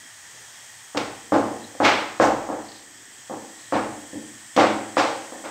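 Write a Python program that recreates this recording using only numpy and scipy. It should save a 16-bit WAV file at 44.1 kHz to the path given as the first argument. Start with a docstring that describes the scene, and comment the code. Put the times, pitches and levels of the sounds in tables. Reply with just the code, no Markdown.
"""Dough is kneaded on a stone countertop in a bare, echoing kitchen, over a hiss that runs throughout. At first
the dough only shifts faintly; after about a second the pushes begin. Each push is a soft thump that flutters
between counter and wall cupboards and booms in the room; on some, palm and sticky dough smack. Between and
during pushes the dough slides on floured stone: short hums and swishes of filtered noise. Around 2.8 s the hiss
sinks for a moment; its sizzle grows until 3.9 s, and pushes go on to the end."""
import sys
import numpy as np
from scipy import signal
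from scipy.fft import rfft, irfft, next_fast_len
from scipy.io import wavfile
from scipy.ndimage import map_coordinates

SR = 44100
rng = np.random.default_rng(int(sys.argv[2]) if len(sys.argv) > 2 else 0)


def store_wav(level_fs):
    """Save 16-bit WAV to argv[1]."""
    pcm = np.round(np.clip(np.atleast_2d(level_fs), -1, 1) * 32767)
    wavfile.write(sys.argv[1], SR, pcm.T.astype(np.int16))


N = 242578  # length of the scene in samples
T = np.arange(SR) / SR  # clock of a single blow (s)
TIME = np.arange(N) / SR  # clock of the whole scene (s)

# Dough and hand thumping on the counter: (start [s], relative level [dB], extra bass [dB],
# hardness [dB per octave above the knee], room [dB], relative level of the cupboard's shudder [dB])
DOUGH_THUMPS = [(0.9477, -34.5, 5, 1.5, 3, -70), (0.972, -25.5, 4.5, 2.5, -9.5, -53),
                (1.3210, -18, 0.5, -2.5, 2, -55), (1.7500, -35.5, -7, -9, -11, -80),
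                (1.802, -19, -1.5, -1, 0.5, -56), (2.1990, -14.5, -3.5, 1, 0.5, -44),
                (2.489, -27, -4, -4, 2, -62), (3.2970, -33, 0, -6, 3.5, -66), (3.7237, -23, 1, 1, 1, -51),
                (4.1313, -30.5, 5.5, -24.5, -2, -67), (4.5640, -25.5, 8.5, -2, -6, -57),
                (4.5761, -14.5, -2, 0.5, -1, -53), (4.6401, -12.5, 0.5, -2.5, -14.5, -68),
                (4.9690, -18.5, -6.5, 3, -1, -70), (5.322, -37, 2, -1, -3.5, -80),
                (5.4395, -34, -8.5, -4, 0, -78)]
# Flutter of sound bouncing between the counter and the wall cupboards above it: (pitch [Hz], relative level
# [dB], time to fade by 60 dB [s])
FLUTTER_MODES = [(291.7, 7.5, 0.09), (502.2, 5.5, 0.14), (798, 7, 0.021), (1080, 5.5, 0.0082),
                 (1670, -12, 0.029)]
# Shudder of the unit under the counter: (pitch [Hz], relative level [dB], time to fade by 60 dB [s])
CUPBOARD_MODES = [(51.5, -5, 0.89), (60, -9, .3), (84, -7, .2), (120, 7, 0.28), (150, -7, .2)]
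# Tone colour of the room's blurred answer to a thump: (frequency [Hz], relative level [dB])
THUMP_ROOM_COLOUR = [(25, -38), (60, -38.5), (120, -14.5), (180, -18.5), (225, -9.5), (310, -2), (390, -11),
                     (520, -5.5), (820, -5.5), (1250, -12.5), (1550, -16), (2100, -24), (3500, -33),
                     (8000, -39), (11000, -76)]


def thumps(knee_hz=650, bass_hz=380, push_hz=690, push_db=11, knock_db=-9,
           walls_db=-1, standing_db=-4, diffuse_db=-3.0):
    """Soft blows: a pulse of squeezed air, a quick flutter between counter and wall cupboards, then the boom of
    the room."""
    track = np.zeros(N)
    # the soft dough flattens in about a millisecond: one smooth swing of pressure
    swing = np.pi * (push_hz * T - 1)
    push = (1 - 2 * swing ** 2) * np.exp(-swing ** 2)

    for start_s, db, weight_db, hardness_db, room_db, shudder_db in DOUGH_THUMPS:
        flutter = ring(FLUTTER_MODES, 1, 0) * (1 - np.exp(-T / .001))
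        knock = burst(-np.gradient(flutter))
        direct = amp(push_db) * push + amp(knock_db) * knock

        blur = echoes(build_s=0.0093, hold_s=0.0086)
        diffuse = burst(coloured(blur, lambda hz: along(THUMP_ROOM_COLOUR, hz)))
        room = amp(walls_db) * reflected(direct)
        room += amp(standing_db) * standing_waves()
        room += amp(diffuse_db) * diffuse

        def touch(hz):
            """A heavy push has more bass, a hard one more treble."""
            octaves = np.log2(1 + (np.minimum(hz, 4000) / knee_hz) ** 2) / 2
            bass = weight_db / (1 + np.square(hz / bass_hz) ** 2)
            return bass + hardness_db * octaves

        add(track, start_s, amp(db) * coloured(direct + amp(room_db) * room, touch))
        shudder = burst(ring(CUPBOARD_MODES, 0.87, 0) * (1 - np.exp(-T / 0.029)))
        add(track, start_s, amp(shudder_db) * shudder)
    return track


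# Smacks of skin and sticky dough: (time of strongest contact [s], relative level [dB], rise [s],
# fall [s], brightness [dB per octave], room [dB])
SKIN_SMACKS = [(0.9747, -25.5, .0025, 0.0031, 4, -8), (1.3450, -39, 0.011, .012, 7, -4.5),
               (1.8540, -14.5, .012, 0.0071, 0, -1.5), (2.226, -40, 0.0089, 0.015, 25, -1),
               (3.7420, -28, 0.0046, 0.0089, -2.5, -4), (4.5660, -29, 0.0015, 0.0022, 5.5, -5),
               (4.5980, -20.5, 0.016, 0.012, 0.5, -3.5), (4.9850, -24.5, 0.0094, .012, 3.5, -3.5),
               (5.4466, -35, 0.0012, 0.0095, -2, -4.5)]
# Tone colour of a smack and of the room's answer to it: (frequency [Hz], relative level [dB])
SMACK_COLOUR = [(60, -25.5), (250, -10), (600, 2.5), (1300, 4), (1800, -1), (2100, 1.5), (2700, -4),
                (3600, -7.5), (5500, -14), (8000, -23.5), (9600, -39), (15000, -43)]


def smacks(pops_per_s=1800, fizz=0.12, direct_db=-8.0, walls_db=-6, diffuse_db=-1.0, standing_db=-13):
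    """Tiny air pockets pop as palm, dough and stone close on each other."""
    track = np.zeros(N)
    lead_s = 1 / 10  # room before the peak for the contact to build up

    for peak_s, db, rise_s, fall_s, bright_db, room_db in SKIN_SMACKS:
        closing = np.maximum(lead_s - T, 0) / rise_s
        settling = np.maximum(T - lead_s, 0) / fall_s
        contact = np.exp(-closing ** 2 / 2 - settling) * (1 + settling)
        # scattered single pops over a weak continuous fizz
        is_pop = rng.random(SR) < pops_per_s / SR
        pops = (rng.random(SR) - .5) * (is_pop + fizz) * contact

        def skin(hz):
            """Tone colour of this smack, tilted by its brightness."""
            return along(SMACK_COLOUR, hz) + bright_db * np.log2(np.clip(hz, 300, 7000) / 2000)

        crackle = burst(coloured(pops, skin))
        near = crackle + amp(walls_db + room_db) * reflected(crackle)
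        add(track, peak_s - lead_s, amp(db + direct_db) * near)

        # the room fills for as long as the contact lasts
        contact_s = rise_s + fall_s
        blur = echoes(build_s=0.53 * contact_s, hold_s=contact_s + 0.013)
        diffuse = burst(coloured(blur, skin))
        # a smack stirs mainly the high modes of the room
        standing = burst(coloured(np.gradient(standing_waves()), skin))
        room = amp(diffuse_db) * diffuse + amp(standing_db) * standing
        add(track, peak_s - rise_s, amp(db + room_db) * room)
    return track


# Dough sliding and shifting on flour: (time of the peak [s], relative level [dB],
# half length [s], pitch [Hz], half width of the noise band [Hz])
DOUGH_SLIDES = [(0.04, -57.5, 0.026, 250, 70), (0.4, -57, 0.054, 424, 200), (1.648, -48.5, 0.02, 4020, 230),
                (2.24, -39, 0.025, 5900, 1100), (2.737, -47.5, 0.059, 4380, 750),
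                (3.007, -60, 0.22, 310, 135), (3.644, -54.5, 0.065, 3970, 600),
                (4.987, -33.5, 0.011, 5600, 800)]


def slides(grain_db=3, grains_per_s=90):
    """Brief soft swishes and squeaks of dough that catches and slips on floured stone."""
    catching = unit(waver(grain_db, grains_per_s))
    swishes = np.zeros(N)
    for peak_s, db, half_s, hz, width_hz in DOUGH_SLIDES:
        stroke = np.exp(-((TIME - peak_s) / half_s) ** 2 / 2)
        swishes += amp(db) * stroke * band(hz, width_hz)
    return catching * swishes


# Tone colour of the broad hiss: (frequency [Hz], relative level [dB])
HISS_COLOUR = [(25, -21), (55, -5), (75, -6.5), (110, 8), (170, -3.5), (450, -5.5), (800, 3.5), (1400, 1.5),
               (2500, 0.5), (4300, -1.5), (5700, 4), (8500, 3.5), (9700, -14.5), (12500, -11),
               (15600, -15.5)]
# Narrow humps in the hiss: (centre [Hz], half width [Hz], relative level [dB])
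HISS_HUMPS = [(1838, 190, -53), (3237, 190, -58.5), (6670, 55, -60), (14500, 110, -71)]
LULL_S, LULL_HALF_S = 2.78, 0.47  # middle of the one lull and its half length (s)
HIGH_HISS_LULL_DB = 20  # how deep the high hiss near 8.8 kHz sinks
LULL_DB = 2  # how deep all the rest of the hiss sinks
SIZZLE_DB_PER_S, SIZZLE_FULL_S = 2, 3.9  # the sizzle near 8 kHz grows this fast until this time (s)


def background(hiss_db=-47.0, sizzle_db=-48.5, humps_db=1, high_hiss_db=-58,
               waver_db=1, waver_rate=12, drift_db=0.4, drift_rate=3):
    """Filtered noise: drifting hiss, wavering humps, a growing sizzle, a high hiss band that sinks most."""
    lull = np.exp(-((TIME - LULL_S) / LULL_HALF_S) ** 2 / 2)

    hiss = unit(coloured(rng.standard_normal(N), lambda hz: along(HISS_COLOUR, hz)))
    broad = amp(hiss_db) * waver(drift_db, drift_rate) * hiss

    humps = np.zeros(N)
    for hz, width_hz, db in HISS_HUMPS:
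        humps += amp(humps_db + db) * band(hz, width_hz) * waver(waver_db, waver_rate)

    still_to_grow_db = SIZZLE_DB_PER_S * np.maximum(SIZZLE_FULL_S - TIME, 0)
    sizzle = amp(sizzle_db - still_to_grow_db) * band(7840, 570)
    high_hiss = amp(high_hiss_db - HIGH_HISS_LULL_DB * lull) * band(8820, 570)
    return amp(-LULL_DB * lull) * (broad + humps + sizzle) + high_hiss


# First reflections from walls and cupboards: (delay [s], level [dB])
WALL_REFLECTIONS = [(.0110, -8.5), (0.021, -9), (0.03, -6), (.0410, -3.5), (.0730, -8.5)]


def reflected(x):
    """Copies of a sound thrown back by the nearest walls and cupboards."""
    out = np.zeros(len(x))
    for delay_s, db in WALL_REFLECTIONS:
        add(out, delay_s, amp(db) * x)
    return out


# Standing waves of the kitchen: (pitch [Hz], relative level [dB])
ROOM_MODES = [(104, -14.5), (132, -19), (215, -5), (265, -9.5), (288, -2.5), (304, -4.5), (327, 0.5),
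              (408, -8.5), (444, -15), (470, -3.5), (538, -2), (567, -10), (594, -8), (618, -19),
              (645, -13.5), (735, -4), (782, 1), (799, -5), (837, -1), (868, -4), (910, -13), (1065, -6),
              (1191, -11), (1340, -10.5), (1517, -14.5), (1637, -15), (2055, -17), (2225, -25)]


def standing_waves(build_s=0.0093, life=0.99):
    """The room's strongest modes swell after a blow and die almost as slowly as the room."""
    modes = [(hz, db, life * along(ROOM_FADE, hz)) for hz, db in ROOM_MODES]
    ringing = ring(modes, 1.5, .35)
    return burst(ringing * (1 - np.exp(-T / build_s)))


# How long the kitchen echoes: (frequency [Hz], time to fade by 60 dB [s])
ROOM_FADE = [(60, 1), (160, 0.8), (420, 0.7), (1100, 0.62), (3000, 0.66), (8000, 0.59)]


def echoes(build_s, hold_s):
    """A blurred room answer: it builds, holds while the first walls reply, then dies band by band."""
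    hz, t, bands = signal.stft(rng.standard_normal(SR), SR, nperseg=256)
    fade_db = -60 * np.maximum(t - hold_s, 0) / along(ROOM_FADE, hz)[:, None]
    noise = signal.istft(bands * amp(fade_db), SR, nperseg=256)[1][:SR]
    return noise * (1 - np.exp(-T / build_s))


def ring(modes, scatter_db, scatter_turns):
    """Fading sine tones, with levels (dB) and phases (turns) that vary a little at each blow."""
    hz, db, t60 = np.transpose(modes)[:, :, None]
    level, phase = rng.standard_normal((2, len(modes), 1))
    fade = np.exp(-np.log(1000) * T / t60)  # 60 dB down is a factor of 1000
    tones = np.sin(2 * np.pi * (hz * T + scatter_turns * phase))
    return np.sum(amp(db + scatter_db * level) * fade * tones, axis=0)


def waver(depth_db, rate):
    """A smooth random gain over the scene, with this many fresh random values per second."""
    return amp(depth_db * map_coordinates(rng.standard_normal(SR), [TIME * rate]))


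def band(centre_hz, width_hz):
    """Noise of rms 1 in one smooth hump, 6 dB down at width_hz from its centre."""
    def hump(hz):
        return -20 * np.log10(1 + ((hz - centre_hz) / width_hz) ** 2)
    return unit(coloured(rng.standard_normal(N), hump))


def coloured(x, gain_db):
    """Filter x by a gain in dB given for each frequency, with no sound before its cause."""
    m = 2 * next_fast_len(len(x))
    gain = np.maximum(amp(gain_db(np.fft.rfftfreq(m, 1 / SR))), 1e-6)
    # folding the cepstrum gives the filter its minimum phase
    cepstrum = irfft(np.log(gain), m)
    cepstrum[1:m // 2] *= 2
    cepstrum[m // 2 + 1:] = 0
    return irfft(rfft(x, m) * np.exp(rfft(cepstrum)), m)[:len(x)]


def along(points, hz):
    """Read a curve of (frequency, value) points, joined by straight lines on a log axis."""
    f, v = np.transpose(points)
    return np.interp(np.log(hz + 1), np.log(f), v)


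def amp(db):
    """Decibels to gain."""
    return 10 ** (np.asarray(db) / 20)


def unit(x):
    """Scale to rms 1."""
    return x / np.sqrt(np.mean(x ** 2) + 1e-20)


def burst(x):
    """Scale a blow to the energy of a tenth of a second at rms 1."""
    return x / np.sqrt(np.sum(x ** 2) * 10 / SR + 1e-20)


def add(track, s, sound):
    """Mix a sound into the track at time s."""
    part = track[round(s * SR):][:len(sound)]
    part += sound[:len(part)]


def scene():
    """Everything at one microphone above the counter."""
    return (thumps() + smacks() + slides() + background())[None]


TOP_HZ = 15750  # nothing is heard above this frequency


def record(dry):
    """Round off the highest peaks smoothly, then drop everything above the band limit."""
    rounded = dry / (1 + np.abs(dry / .92) ** 6) ** (1 / 6)
    m = next_fast_len(N + SR // 2)
    passed = np.fft.rfftfreq(m, 1 / SR) < TOP_HZ
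    return irfft(rfft(rounded, m) * passed, m)[:, :N]


dry = scene()
out = record(dry)
store_wav(out)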